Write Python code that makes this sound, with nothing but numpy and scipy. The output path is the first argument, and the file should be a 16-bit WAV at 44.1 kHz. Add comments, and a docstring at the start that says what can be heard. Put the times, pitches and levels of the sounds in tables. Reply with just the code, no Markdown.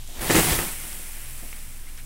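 """A sheet of thin plastic film is whipped off a mattress in a small, quiet room.
It swishes over the fabric, its folds buckle, and it pushes air as it flaps and cracks taut.
Then it settles with a long fizzing hiss, made of thousands of tiny creases flipping.
Hands tick, pat and rub on the wrap; mains hum and a deep machine throb lie underneath."""
import sys
import numpy as np
from scipy import signal
from scipy.fft import rfft, irfft, next_fast_len
from scipy.io import wavfile

SR = 44100
rng = np.random.default_rng(int(sys.argv[2]) if len(sys.argv) > 2 else 0)


def store_wav(level_fs):
    """Save 16-bit WAV to argv[1]."""
    pcm = np.round(np.clip(np.atleast_2d(level_fs), -1, 1) * 32767)
    wavfile.write(sys.argv[1], SR, pcm.T.astype(np.int16))


N = 90404
T = np.arange(N) / SR


def from_db(db):
    """Turn decibels (dB) into a number to multiply a sound by."""
    return 10 ** (np.asarray(db) / 20)


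def rms_one(x):
    """Scale a sound so that its average power is one."""
    return x / np.sqrt(np.mean(x ** 2) + 1e-20)


def level(rows):
    """A loudness curve that joins rows of time in seconds and level in dB."""
    return from_db(np.interp(T, *np.transpose(rows)))


def colour(x, points):
    """Make some frequencies stronger and others weaker; plain noise keeps about the same power."""
    size = 2 * next_fast_len(N)
    hz, db = np.transpose(points)
    log_hz = np.log(np.fft.rfftfreq(size, 1 / SR) + 1)
    gain = rms_one(from_db(np.interp(log_hz, np.log(hz), db)))
    # These steps make the filter ring only after a click, never before it.
    cepstrum = irfft(np.log(gain))
    cepstrum[1:size // 2] *= 2
    cepstrum[size // 2 + 1:] = 0
    return irfft(rfft(x, size) * np.exp(rfft(cepstrum)))[:N]


def clicks(per_s, spread_db):
    """Clicks at random times, many small and a few large, with an average power of one."""
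    sizes = from_db(spread_db * np.minimum(rng.exponential(1, N), 4))
    signs = rng.choice([-1, 1], N)
    happens = rng.random(N) < per_s / SR
    return rms_one(sizes * signs * happens)


def burst(start, attack, hold, release):
    """A curve that rises, then fades once `hold` has passed since the start; all in seconds."""
    age = T - start
    return np.clip(age / attack, 0, 1) * np.exp(-np.maximum(age - hold, 0) / release)


def fizz():
    """Thousands of tiny creases flip each second as the film slides and settles."""
    # Each row: time in seconds, relative level in dB.
    loudness = [(0, -50), (.06, -52.5), (.085, -48), (.17, -48), (.2, -44), (.215, -33), (.29, -31.5),
                (.37, -23.5), (.45, -25.5), (.53, -27), (.62, -30), (.77, -37.5), (.92, -38), (1.05, -41),
                (1.5, -43), (1.62, -45.5), (1.85, -48.5), (2.05, -49)]
    # Each row: frequency in Hz, boost or cut in dB.
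    tone = [(300, -11), (800, -11), (1400, -3.5), (2170, 1.5), (3000, -1.5), (4400, -7.5), (5500, -4.5),
            (6700, -5), (8000, 2.5), (9200, 3), (11300, 2), (13000, -1.5), (15500, -2.5)]
    creases = clicks(per_s=11000, spread_db=2.5)
    return colour(from_db(1.74) * level(loudness) * creases, tone)


def swish():
    """Film drags over fabric, and the friction makes a smooth hiss."""
    # Each row: time in seconds, relative level in dB.
    loudness = [(0, -48.5), (.06, -50.5), (.09, -48.5), (.18, -43), (.24, -55), (.3, -27.5), (.38, -32),
                (.44, -41), (.5, -29), (.55, -30.5), (.61, -65), (.75, -62), (2.05, -68)]
    # Each row: frequency in Hz, boost or cut in dB.
    tone = [(300, -33), (900, -7), (2000, -19.5), (3100, 1), (4500, -5), (7000, -4.5), (10000, -11),
            (15000, -14)]
    return colour(from_db(-1.5) * level(loudness) * rng.standard_normal(N), tone)


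def background():
    """A very deep machine throb, mains hum and the soft noise of the air in the room."""
    # Each row is a steady tone: frequency in Hz, level in dB.
    steady_tones = [(18.4, -35), (59.6, -49), (241, -67)]
    # A buzz wavers an octave above the hum. Each row: time in seconds, level in dB.
    buzz_loudness = [(0, -48.5), (.15, -58.5), (.85, -54), (1.05, -70), (1.28, -47), (1.52, -62),
                     (1.7, -52.5), (1.92, -64.5), (2.05, -48.5)]
    # Each row: frequency in Hz, boost or cut in dB.
    air_tone = [(25, 10.5), (75, -8), (140, -11), (280, -14), (500, -22), (1000, -22), (2500, -29.5),
                (6000, -21), (15000, -34.5)]
    buzz_hz = 119.6
    tones = [(hz, from_db(db)) for hz, db in steady_tones] + [(buzz_hz, level(buzz_loudness))]
    hum = sum(gain * np.sqrt(2) * np.sin(2 * np.pi * (hz * T + rng.random())) for hz, gain in tones)
    air = from_db(-45) * colour(rng.standard_normal(N), air_tone)
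    return hum + air


def crumple():
    """Larger folds buckle while the sheet swings through the air."""
    # Each row: time in seconds, level in dB.
    loudness = [(0, -77), (.15, -48), (.2, -36), (.23, -31.5), (.28, -32.5), (.32, -23.5), (.38, -23),
                (.44, -25), (.47, -26), (.53, -26), (.565, -28.5), (.635, -32.5), (.7, -41), (.77, -53.5),
                (.85, -48.5), (1.05, -52.5), (2.05, -62.5)]
    # Each row: frequency in Hz, boost or cut in dB.
    tone = [(35, -1), (60, -2), (110, 2), (165, -1.5), (250, -3.5), (330, -3.5), (480, -6), (620, -7),
            (800, -3), (1200, -8), (2000, -8), (3000, -13.5), (4500, -13), (8000, -23), (15000, -15)]
    return colour(level(loudness) * clicks(per_s=1400, spread_db=1), tone)


def ticks():
    """Single creases snap over, and each rings for a moment."""
    # Each row: start in seconds, starting level in dB, pitch in Hz, fade time in seconds.
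    snaps = [(.076, -27, 7400, .0005), (.301, -9, 1920, 0.0011), (0.3142, -5.5, 7730, 0.00045),
             (0.3375, -9, 8000, 0.00027), (0.356, -7.5, 6730, 0.0006), (0.378, -15, 11100, .0003),
             (0.395, -5, 8600, 0.0003), (.93, -20.5, 5900, 0.00019), (1.529, -24, 2270, 0.00085),
             (1.869, -44, 2070, 0.0054), (1.879, -44, 2090, .005), (1.976, -28, 6100, 0.00028)]
    out = 0
    for start, db, hz, fade in snaps:
        ring = np.sin(2 * np.pi * hz * (T - start))
        out += from_db(db) * ring * burst(start, attack=1 / SR, hold=0, release=fade)
    return out


def pats():
    """Hands pat the padded top of the mattress with soft, dull thuds."""
    # Each row: start in seconds, level in dB.
    touches = [(.08, -50), (0.837, -48.5), (0.994, -49), (1.16, -54), (1.422, -47.5)]
    # Each row: frequency in Hz, boost or cut in dB.
    tone = [(100, -9), (270, 15), (480, 3), (700, 12.5), (1000, -9), (4000, -47)]
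    force = sum(from_db(db) * burst(start, attack=0.0025, hold=0.0035, release=0.033)
                for start, db in touches)
    return colour(force * rng.standard_normal(N), tone)


def air_rumble():
    """Swirling air rumbles as the sheet swings and dies away as it lands."""
    # Each row: frequency in Hz, boost or cut in dB.
    tone = [(15, -16), (35, -1), (85, -13), (130, -9.5), (400, -45), (1500, -60)]
    swing = burst(start=0.18, attack=0.16, hold=0.35, release=0.05)
    return colour(from_db(-34) * swing * rng.standard_normal(N), tone)


def flaps():
    """Each flap of the sheet is a push of air followed by a suck."""
    # Each row: time of the flap's middle in seconds, relative level in dB, pitch in Hz.
    pushes = [(0.203, -31, 44.8), (.3, -15.5, 196), (.353, -11, 326), (0.368, -19, 69.4),
              (.389, -17.5, 172), (0.431, -36, 85), (0.525, -18.5, 64), (.586, -26, 50)]
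    width_cycles = 0.6
    out = 0
    for middle, db, hz in pushes:
        cycles = (T - middle) * hz
        swell = np.exp(-(cycles / width_cycles) ** 2)
        out -= from_db(db) * np.sin(2 * np.pi * cycles) * swell
    return out


def cracks():
    """Each jerk pulls the sheet taut with a quick run of loud buckles; big folds sound duller."""
    # Each row: start in seconds, relative level in dB, length in seconds, treble cutoff in Hz.
    jerks = [(.228, -33.5, 0.011, 1390), (0.2968, -16, .003, 2620), (.3, -22, 0.0083, 2200),
             (0.3061, -19.5, 0.0078, 7150), (0.347, -18.5, 0.0056, 4000), (0.35, -18, 0.015, 3220),
             (0.362, -16, 0.0051, 11000), (0.372, -22.5, 0.017, 11100), (0.387, -21.5, 0.016, 6900),
             (0.525, -24.5, 0.0039, 4500), (0.586, -22.5, 0.0056, 3500), (0.63, -33.5, 0.0026, 2520)]
    # Each row: frequency in Hz, boost or cut in dB.
    tone = [(70, -17.5), (170, -0.5), (250, -2), (330, 6.5), (500, -0.5), (900, -8.5), (1300, -6.5),
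            (1900, -2), (3000, -8), (5000, -13), (8000, -7), (15000, -22.5)]
    out = 0
    for start, db, length, cutoff_hz in jerks:
        force = burst(start, attack=0.00042, hold=length, release=0.0042)
        buckles = rms_one(force * clicks(per_s=3500, spread_db=3.5))
        buckles *= np.sqrt(np.mean(force ** 2))  # the same power however the clicks fall
        treble_cut = signal.butter(2, cutoff_hz, fs=SR)
        out += from_db(db) * signal.lfilter(*treble_cut, buckles + 1e-18)
    return colour(out, tone)


def rubs():
    """Fingers rub the wrap in brief, grainy strokes."""
    # Each row: start in seconds, level in dB, length in seconds.
    strokes = [(0.825, -43, 0.0052), (1.533, -51, 0.012), (1.875, -54, 0.025), (1.976, -48.5, 0.021)]
    # Each row: frequency in Hz, boost or cut in dB.
    tone = [(600, -31), (1400, -1), (2100, 2), (3000, -2), (4500, -8), (7000, -22), (15000, -33)]
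    force = sum(from_db(db) * burst(start, attack=0.0023, hold=length, release=0.0099)
                for start, db, length in strokes)
    return colour(force * clicks(per_s=12000, spread_db=1), tone)


def room(x):
    """Nearby walls send back a short wash of echoes, and waves caught between them ring at low notes."""
    # Each row: pitch of a room note in Hz, its strength in dB.
    notes = [(166, 2.5), (195, -9), (241, -4), (321, -6.5), (344, -1), (487, -1), (549, -12), (717, -9)]
    fade_60_db_s, first_echo_s, note_width_hz = 0.29, 0.0031, 22
    fade = from_db(-60 * T / fade_60_db_s) * (T > first_echo_s)
    tail = clicks(per_s=4500, spread_db=3) * fade
    echoes = signal.fftconvolve(x, tail / np.linalg.norm(tail))[:N]
    ringing = sum(from_db(db) * signal.lfilter(*signal.iirpeak(hz, hz / note_width_hz, fs=SR), x)
                  for hz, db in notes)
    return from_db(-10) * echoes + ringing


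def scene():
    """Film and hands echo in the room; moving air and the background join them in one channel."""
    film = fizz() + swish() + crumple() + ticks() + pats() + cracks() + rubs()
    return (film + room(film) + air_rumble() + flaps() + background())[None]


def record(dry):
    """Round off the loudest peaks and cut the very highest treble."""
    ceiling, cutoff_hz = 0.8, 15750
    rounded = ceiling * np.tanh(dry / ceiling)
    treble_cut = signal.ellip(12, 0.1, 80, cutoff_hz, fs=SR, output="sos")
    return signal.sosfilt(treble_cut, rounded)


dry = scene()
out = record(dry)
store_wav(out)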